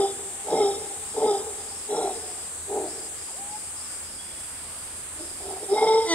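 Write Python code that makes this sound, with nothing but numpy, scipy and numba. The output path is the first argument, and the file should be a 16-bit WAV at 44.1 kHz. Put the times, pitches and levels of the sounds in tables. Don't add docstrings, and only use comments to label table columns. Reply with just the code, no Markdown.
import sys
import numpy as np
from scipy import signal
from scipy.fft import irfft
from scipy.io import wavfile
from scipy.ndimage import uniform_filter1d
from numba import njit

SR = 44100
rng = np.random.default_rng(int(sys.argv[2]) if len(sys.argv) > 2 else 0)


def put_to_file(sound):
    columns = np.atleast_2d(sound).T
    safe = np.clip(columns, -1, 1)
    whole_steps = np.round(safe * 32767)
    wavfile.write(sys.argv[1], SR, whole_steps.astype(np.int16))


N = 270774


def from_db(db):
    return 10 ** (np.asarray(db) / 20)


def rms_one(x):
    return x / np.sqrt(np.mean(x ** 2) + 1e-20)


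def in_time(rows):
    s, *columns = np.transpose(rows)
    return [np.interp(np.arange(N) / SR, s, c) for c in columns]


def sounding(rows, fade_s=0.021):
    t, first, last = np.arange(N) / SR, rows[0][0], rows[-1][0]
    fade_in = np.clip((t - first) / fade_s + 1, 0, 1)
    fade_out = np.clip((last - t) / fade_s + 1, 0, 1)
    return fade_in * fade_out


def at_hz(points, hz):
    return np.interp(np.log(hz), np.log(np.array(points)[:, 0]), np.array(points)[:, 1])


def drift(rate_hz):
    step = 40
    r = np.exp(-2 * np.pi * step * rate_hz / SR)
    noise = rng.standard_normal(N // step + 2002)
    slow = signal.lfilter([1], [1, -2 * r, r * r], noise)[2000:]
    return np.interp(np.arange(N) / step, np.arange(len(slow)), rms_one(slow))


@njit
def resonate(x, twice_cos, r):
    y = np.zeros(len(x))
    for i in range(2, len(x)):
        y[i] = x[i] - x[i - 2] + r * twice_cos[i] * y[i - 1] - r * r * y[i - 2]
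    return y


def peak(x, hz, width_hz):
    twice_cos = 2 * np.cos(2 * np.pi * hz / SR) * np.ones(N)
    r = np.exp(-np.pi * width_hz / SR)
    once = rms_one(resonate(x, twice_cos, r))
    return rms_one(resonate(once, twice_cos, r))


def evened(x, over_s):
    return x / np.sqrt(uniform_filter1d(x ** 2, int(over_s * SR)) + 0.015)


def beats(hz):
    cycles = np.cumsum(hz * np.ones(N)) / SR + rng.random()
    return np.diff(np.floor(cycles), prepend=np.floor(cycles[0])), cycles


# start t/s, catch t/s, end t/s, growl level/dB,
# sung level/dB, sac f/Hz, last sac f/Hz, growl mouth level/dB re voice, sung mouth level/dB re voice,
# rasp level/dB re voice, rasp pitch ratio re rest, whine level/dB at the catch
GRUNTS = [(-.18, -0.028, .11, -22, -16, 420, 394.4, 0, -0.5, -26.5, 0.96, -44),
          (0.451, .598, 0.76, -20, -16, 426, 397.8, 2.5, -1, -26, 0.99, -40),
          (1.133, 1.269, 1.413, -22, -18.5, 434, 387, 3.5, 1, -27, 0.97, -49),
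          (1.869, 1.999, 2.17, -24, -26, 418, 381.6, 2, 8, -22.5, 1.04, -56),
          (2.667, 2.791, 2.93, -27.5, -29.5, 408, 330, 4.5, 2, -47, 1.0, -75)]
ONSET_S, SWELL_S, ONSET_DB, PUSH_DB, GROWL_RISE_DB = 0.036, 0.092, -28, -6, 2
HOLD_S, OPEN_S, HOLD_DB, OPEN_DB, END_DB = 0.0449, 0.089, -2, -10, -18.5
MOUTH_GROWL_DB, MOUTH_CATCH_DB, MOUTH_SHUT_DB, MOUTH_OPEN_DB, MOUTH_END_DB = -10, -10.5, -9.5, -0.5, -12
ACCENT_S = 0.0075
SAC_DROP = 0.94
RASP_ONSET_DB, RASP_END_DB = -1.5, 11.5
WHINE_DB_PER_S = 230
GROWL_CLEAR, SUNG_CLEAR = 0.35, 0.9
LOCKS_FROM_DB, LOCKS_OVER_DB = -29, 6


def grunt(start, catch, end, growl_db, sung_db, hz, last_hz, mouth_db, sung_mouth_db,
          rasp_db, rasp_pitch, whine_db):
    s = np.array([start, start + ONSET_S, start + SWELL_S, catch,
                  catch + ACCENT_S, catch + HOLD_S, catch + OPEN_S, end])
    growl_levels = growl_db + np.array([ONSET_DB, PUSH_DB, 0, GROWL_RISE_DB])
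    sung_levels = sung_db + np.array([0, HOLD_DB, OPEN_DB, END_DB])
    db = np.r_[growl_levels, sung_levels]
    mouth_offset = ([MOUTH_GROWL_DB] * 3 + [MOUTH_CATCH_DB] + [MOUTH_SHUT_DB] * 2
                    + [MOUTH_OPEN_DB, MOUTH_END_DB])
    mouth = np.where(s > catch, sung_mouth_db, mouth_db) + mouth_offset
    locking = np.clip((sung_db - LOCKS_FROM_DB) / LOCKS_OVER_DB, 0, 1)
    clear = np.where(s > catch, SUNG_CLEAR * locking, GROWL_CLEAR)
    sac = np.interp(s, [catch, catch + HOLD_S, end], [hz, hz * SAC_DROP, last_hz])
    rasp = rasp_db + np.interp(s, [start, catch, end], [RASP_ONSET_DB, 0, RASP_END_DB])
    whine = whine_db - WHINE_DB_PER_S * abs(s - catch)
    return np.transpose([s, db, mouth, sac, rasp, rasp_pitch + 0 * s, clear, whine])


# start t/s, peak t/s, last point t/s, level/dB, sac f/Hz, mouth level/dB re voice
MUTTERS = [(5.184, 5.205, 5.31, -41, 340, -11), (5.234, 5.254, 5.22, -35, 336, 0),
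           (5.407, 5.536, 5.545, -34, 395, -2.5), (5.552, 5.566, 5.6, -40, 389.4, 6),
           (5.618, 5.64, 5.67, -32, 420, -13)]
MUTTER_EDGE_DB, MUTTER_RASP_DB = -12.5, -19.5


def mutter(start, top, end, db, hz, mouth_db):
    return np.array([(s, db + edge_db, mouth_db, hz, MUTTER_RASP_DB, 1, GROWL_CLEAR, -99)
                     for s, edge_db in [(start, MUTTER_EDGE_DB), (top, 0), (end, MUTTER_EDGE_DB)]])


# t/s, level/dB, mouth level/dB re voice, sac f/Hz, rasp level/dB re voice, whine level/dB
HOWL = [(5.675, -55, 5, 386, -16, -68), (5.695, -32.5, -1, 390.6, -20, -63),
        (5.727, -17, -16, 402.7, -28.5, -54), (5.78, -25.5, 2, 435.5, -18, -36),
        (5.825, -19, -2.5, 435.4, -23, -35.5), (5.87, -22, -3, 440.3, -18, -38),
        (5.909, -19, -3.5, 446, -20.5, -35), (5.975, -17, -8, 445.7, -23.5, -43),
        (6.03, -26.5, -5, 450.4, -20.5, -57), (6.07, -31, -6, 444, -21, -70)]
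# t/s, level change/dB
HOWL_ACCENTS = [(5.76, -3.5), (5.804, -9), (5.86, -5.5), (6.028, 4.5)]
# f/Hz, width/Hz, level/dB re growl, before the clear-tone scaling
CHEST = [(174.5, 34, -26), (264, 120, -19.5), (613.5, 38, -10), (893, 160, -20.5)]
# f/Hz at rest, width/Hz, level/dB relative to one another
RASP = [(1322, 30, 0.5), (3262, 180, 2.5), (3606, 52, 3), (3810, 136, 5), (5190, 115, 6.5), (5580, 90, 1.5),
        (6420, 51, -13)]
GRUNT_CATCH_DB = -2
HOWL_CLEAR = 0.95
CLEAR_PER_DB, CLEAR_S = 0.06, 0.026
GROWL_HZ, GROWL_JITTER, GROWL_BREATH = 145.2, 0.09, 0.91
SAC_WIDTH_HZ, MOUTH_WIDTH_HZ = 70, 140
MOUTH_RATIO = 1.845
MOUTH_LOCK_POWER = 2.5
THIRD_DB = -29
WHINE_HZ, WHINE_WIDTH_HZ = 2125, 60


def monkey():
    howl = np.array([(s, db, mouth, hz, rasp, 1, HOWL_CLEAR, whine)
                     for s, db, mouth, hz, rasp, whine in HOWL])
    calls = [grunt(*row) for row in GRUNTS] + [mutter(*row) for row in MUTTERS] + [howl]
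    db, mouth_db, sac_hz, rasp_db, rasp_pitch, clear, whine_db = in_time(np.vstack(calls))
    db, mouth_db = uniform_filter1d([db, mouth_db], SR // 90)

    t = np.arange(N) / SR
    accents = HOWL_ACCENTS + [(row[1], GRUNT_CATCH_DB) for row in GRUNTS]
    db = db + sum(change_db * np.exp(-((t - s) / ACCENT_S) ** 2) for s, change_db in accents)
    clear_change = sum(CLEAR_PER_DB * change_db * np.exp(-((t - s) / CLEAR_S) ** 2)
                       for s, change_db in HOWL_ACCENTS)
    clear = np.clip(clear + clear_change, 0, 1)

    clicks, cycles = beats(GROWL_HZ * (1 + GROWL_JITTER * drift(29.4)))
    puffs = rng.standard_normal(N) * (1 + np.cos(2 * np.pi * cycles))
    source = rms_one(clicks * from_db(4.45 * drift(76))) + GROWL_BREATH * puffs
    growl = evened(peak(source, sac_hz, SAC_WIDTH_HZ), 0.019)
    mouth_growl = evened(peak(source, MOUTH_RATIO * sac_hz, MOUTH_WIDTH_HZ), 0.03)
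    chest = sum(from_db(d) * peak(source, hz, w) * (-1) ** k
                for k, (hz, w, d) in enumerate(CHEST))
    growl += (1.2 - 0.4 * clear) * chest

    phase = 2 * np.pi * np.cumsum(sac_hz * (1 + 0.0043 * drift(26.4))) / SR
    tone = np.sin(phase) * from_db(1.4 * drift(34))
    tone += from_db(THIRD_DB + 2 * drift(32)) * np.sin(3 * phase)
    locked = clear ** MOUTH_LOCK_POWER
    mouth_tone = from_db(2.0 * drift(38)) * np.sin(2 * phase)
    mouth = np.sqrt(1 - locked) * mouth_growl + np.sqrt(2 * locked) * mouth_tone

    hiss = rng.standard_normal(N) * (1.33 + np.sin(phase))
    rasp = sum(from_db(d + 2 * drift(44)) * peak(hiss, hz * rasp_pitch, w) for hz, w, d in RASP) / 2
    whine = evened(peak(hiss, WHINE_HZ, WHINE_WIDTH_HZ), 0.067) * from_db(whine_db)

    voice = np.sqrt(1 - clear) * growl + np.sqrt(2 * clear) * tone
    voice += from_db(mouth_db) * mouth + from_db(rasp_db) * rasp
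    gate = sum(sounding(c) for c in calls).clip(0, 1)
    return gate * (from_db(db) * voice + whine)


# t/s, fundamental f/Hz, level/dB
IN_BREATH = [(6.055, 339, -50), (6.075, 337.6, -36.5), (6.11, 339.4, -24.5), (6.14, 325.4, -26)]
# multiple of the fundamental, level/dB re in-breath
IN_BREATH_ORDERS = [(1, -0.5), (2, -6), (3, -7.5), (4, -13), (5, -27), (6, -5.5), (7, -28.5), (8, -48),
                    (9, -17.5), (10, -10.5), (11, -6.5), (12, -13.5), (13, -13.5), (14, -13.5), (15, -26),
                    (16, -24), (17, -27), (18, -7.5), (19, -18)]
IN_BREATH_ROUGH_DB = 3.5


def in_breath():
    hz, db = in_time(IN_BREATH)
    phase = 2 * np.pi * np.cumsum(hz * (1 + 0.0046 * drift(63))) / SR
    stack = 0
    for k, partial_db in IN_BREATH_ORDERS:
        flutter_db = IN_BREATH_ROUGH_DB * np.tanh(k / 6) * drift(63)
        stack = stack + from_db(partial_db + flutter_db) * np.sin(k * phase + k * k)
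    return np.sqrt(2) * from_db(db) * sounding(IN_BREATH) * stack


# t/s, f/Hz, level/dB before wavering
BIRD = [(3.298, 924, -48), (3.312, 722, -47), (3.326, 541, -53), (3.346, 517, -52), (3.368, 690, -47),
        (3.395, 785, -42), (3.45, 805, -51), (3.54, 845, -38), (3.578, 856, -49)]
# t/s, f/Hz, level/dB before wavering
FAR_PEEP = [(4.2, 3350, -52), (4.3, 3420, -57), (4.45, 3370, -58)]


def whistle(rows):
    hz, db = in_time(rows)
    tone = np.sin(2 * np.pi * np.cumsum(hz) / SR)
    return np.sqrt(2) * from_db(db + 3.7 * drift(26)) * sounding(rows) * tone


# f/Hz, time for a 60 dB decay t/s
ECHO_T60 = [(100, 1.3), (400, 1.28), (900, 1.08), (2000, 1.63), (6000, 1.4)]
ECHO_DB, ECHO_SIDE_DB, LEAF_DB = 0.5, -13.5, -20
RIGHT_LAG_S = 0.00007


def forest(x):
    t, edges = np.arange(2 * SR) / SR, 100 * 2 ** np.arange(0, 7.1, 0.5)
    white = rng.standard_normal((2, 2 * SR))
    tail = 0
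    for low, high in zip(edges, edges[1:]):
        band = signal.sosfilt(signal.butter(2, [low, high], "band", fs=SR, output="sos"), white)
        decay = from_db(-60 * t / at_hz(ECHO_T60, np.sqrt(low * high)))
        tail = tail + band * decay * np.clip(t / 0.17, 0, 1)
    tail = tail * from_db([[ECHO_DB], [ECHO_DB + ECHO_SIDE_DB]]) / np.sqrt(SR * 0.1)
    leaves = signal.lfilter(*signal.butter(1, 900, "high", fs=SR), white[0, ::-1])
    tail[1] += leaves * from_db(LEAF_DB - 60 * t / 0.033) / np.sqrt(SR * 0.006)
    mid, side = signal.fftconvolve(x[None], tail, axes=1)[:, :N]
    right = np.interp(np.arange(N) - RIGHT_LAG_S * SR, np.arange(N), x + mid - side)
    return np.array([x + mid + side, right])


# t/s, level/dB (rms is 3 dB higher), body resonance f/Hz, left over right level/dB
CICADAS = [(0.0, -38, 8130, 1.0), (3.71, -38.5, 8210, 1), (4.72, -40, 8540, -1.5), (5.23, -39, 8410, -1.5),
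           (5.78, -39.5, 8530, -2), (5.92, -42.5, 8307, -2), (6.14, -40, 8356, -2.0)]
# first beat rate f/Hz, last beat rate f/Hz, fade-out from t/s, relative level/dB,
# left over right level/dB within the chorus
SINGERS = [(93.5, 95.0, 4.0, 0, 9), (78.3, 79.3, 4.0, -1, -9), (82.8, 85.6, 6.2, -1, -2)]
CICADA_WIDTH_HZ, CICADA_LOW_HZ = 2290, 5780
CICADA_HISS = 0.47


def cicadas():
    db, body_hz, chorus_pan_db = in_time(CICADAS)
    out, t, size = np.zeros((2, N)), np.arange(N) / SR, 4096
    halves = np.array([[0.5], [-0.5]])
    for first, last, stop_s, level_db, pan_db in SINGERS:
        rate_hz = np.interp(t, [0, stop_s], [first, last])
        _, cycles = beats(rate_hz * (1 + 0.000409 * drift(2.037)))
        partials = rng.standard_normal((2, 2, 180)) + 1j * rng.standard_normal((2, 2, 180))
        beat = irfft(partials, size)
        read = [[np.interp(cycles % 1, np.arange(size) / size, shape, period=1) for shape in side]
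                for side in beat]
        turn = np.cumsum(2.936 + drift(0.5)) / SR
        song = np.array([a * np.cos(turn) + b * np.sin(turn) for a, b in read])
        gain = from_db(level_db + pan_db * halves + 1.0 * drift(24))
        out += rms_one(song) * gain * sounding([[0], [stop_s]], 0.12)
    near = np.sqrt(1 - CICADA_HISS) * evened(rms_one(out), 0.61)
    out = near + np.sqrt(CICADA_HISS) * rng.standard_normal((2, N))
    out = signal.sosfilt(signal.butter(4, CICADA_LOW_HZ, "high", fs=SR, output="sos"), out)
    body = rms_one(np.array([peak(side, body_hz, CICADA_WIDTH_HZ) * side.std() for side in out]))
    return np.sqrt(2) * from_db(db + chorus_pan_db * halves) * body


# start t/s, end t/s, level/dB before the band-pass and a 3 dB lift, pitch leap f/Hz
KATYDID = [(0.495, 0.907, -56, 202), (1.067, 1.414, -53, 100), (1.598, 1.726, -53, 50.13),
           (1.712, 1.895, -49.5, 450), (2.154, 2.5, -50.5, 152.4), (2.89, 3.099, -49, 503),
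           (3.179, 3.418, -51.5, 50.2), (3.51, 3.716, -52, 198), (3.78, 4.007, -49, 500),
           (4.043, 4.326, -50.5, 248), (4.337, 5.05, -54, 99), (5.199, 5.651, -51.5, 251),
           (5.718, 6.141, -46.5, 100)]
KATYDID_HZ, KATYDID_WIDTH_HZ = 4930, 790
KATYDID_STROKES_HZ, KATYDID_DEPTH = 25, 0.1
KATYDID_FADE_DB = -3.5


def katydid():
    t, effort, leap_hz = np.arange(N) / SR, 0, 0
    for start, end, db, hz in KATYDID:
        sag_db = KATYDID_FADE_DB * np.clip((t - start) / (end - start), 0, 1)
        gate = sounding([[start + 0.0044], [end - 0.03]], 0.044)
        effort = effort + gate * from_db(db + sag_db)
        leap_hz = leap_hz + hz * np.exp(-((t - start - 0.06) / 0.021) ** 2)
    _, cycles = beats(KATYDID_STROKES_HZ * (1 + 0.141 * drift(3.6)))
    teeth = rng.standard_normal((2, N)) * (1 + KATYDID_DEPTH * np.sin(2 * np.pi * cycles))
    rasp = np.array([peak(side, KATYDID_HZ + leap_hz, KATYDID_WIDTH_HZ) for side in teeth])
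    band = signal.butter(4, [4400, 5900], "band", fs=SR, output="sos")
    return np.sqrt(2) * effort * signal.sosfilt(band, rasp)


# f/Hz, relative density level/dB per Hz
AIR = [(40, -6), (85, -1.5), (130, -4.5), (250, -3), (500, -4.5), (1200, -3.5), (2500, -7), (4200, -8.5),
       (6000, -23), (11000, -46), (15500, -17.5)]
# f/Hz, correlation (1 alike, 0 independent)
LIKENESS = [(40, 0.96), (300, 0.92), (700, 0.85), (1400, 0.46), (2800, 0), (5000, 0), (15000, 0)]
AIR_DB = -45
HUM_HZ, HUM_WIDTH_HZ, HUM_DB = 80.24, 7.9, -58.5


def air(patchy_db):
    out, edges = 0, 20 * 2 ** np.arange(0, 10.1, 0.5)
    white = rng.standard_normal((2, 2, N))
    for k, (low, high) in enumerate(zip(edges, edges[1:])):
        band = signal.butter(2, [low, high], "band", fs=SR, output="sos")
        mid, side = signal.sosfilt(band, white[k % 2])
        centre_hz = np.sqrt(low * high)
        alike = np.clip(at_hz(LIKENESS, centre_hz), -1, 1)
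        gain = from_db(at_hz(AIR, centre_hz) + patchy_db * drift(3.0))
        out = out + gain * (np.sqrt(1 + alike) * mid + np.sqrt(1 - alike) * side * [[1], [-1]])
    hum = peak(rng.standard_normal(N), HUM_HZ, HUM_WIDTH_HZ)
    return from_db(AIR_DB) * rms_one(out) + from_db(HUM_DB) * hum


# t/s, level/dB
WIND = [(0, -86), (1, -62.5), (3.6, -70), (4.1, -59), (4.5, -55), (5.3, -58), (6.14, -69)]


def wind():
    db, = in_time(WIND)
    band = signal.butter(2, [42, 90], "band", fs=SR, output="sos")
    mid, side = signal.sosfilt(band, rng.standard_normal((2, N)))
    return from_db(db) * rms_one(mid + 0.1 * side * [[1], [-1]])


def scene():
    voices = monkey() + in_breath() + whistle(BIRD) + whistle(FAR_PEEP)
    return forest(voices) + cicadas() + katydid() + air(patchy_db=1.0) + wind()


def record(dry):
    return signal.sosfilt(signal.ellip(12, 0.5, 70, 15700, fs=SR, output="sos"), dry)


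dry = scene()
out = record(dry)
put_to_file(out)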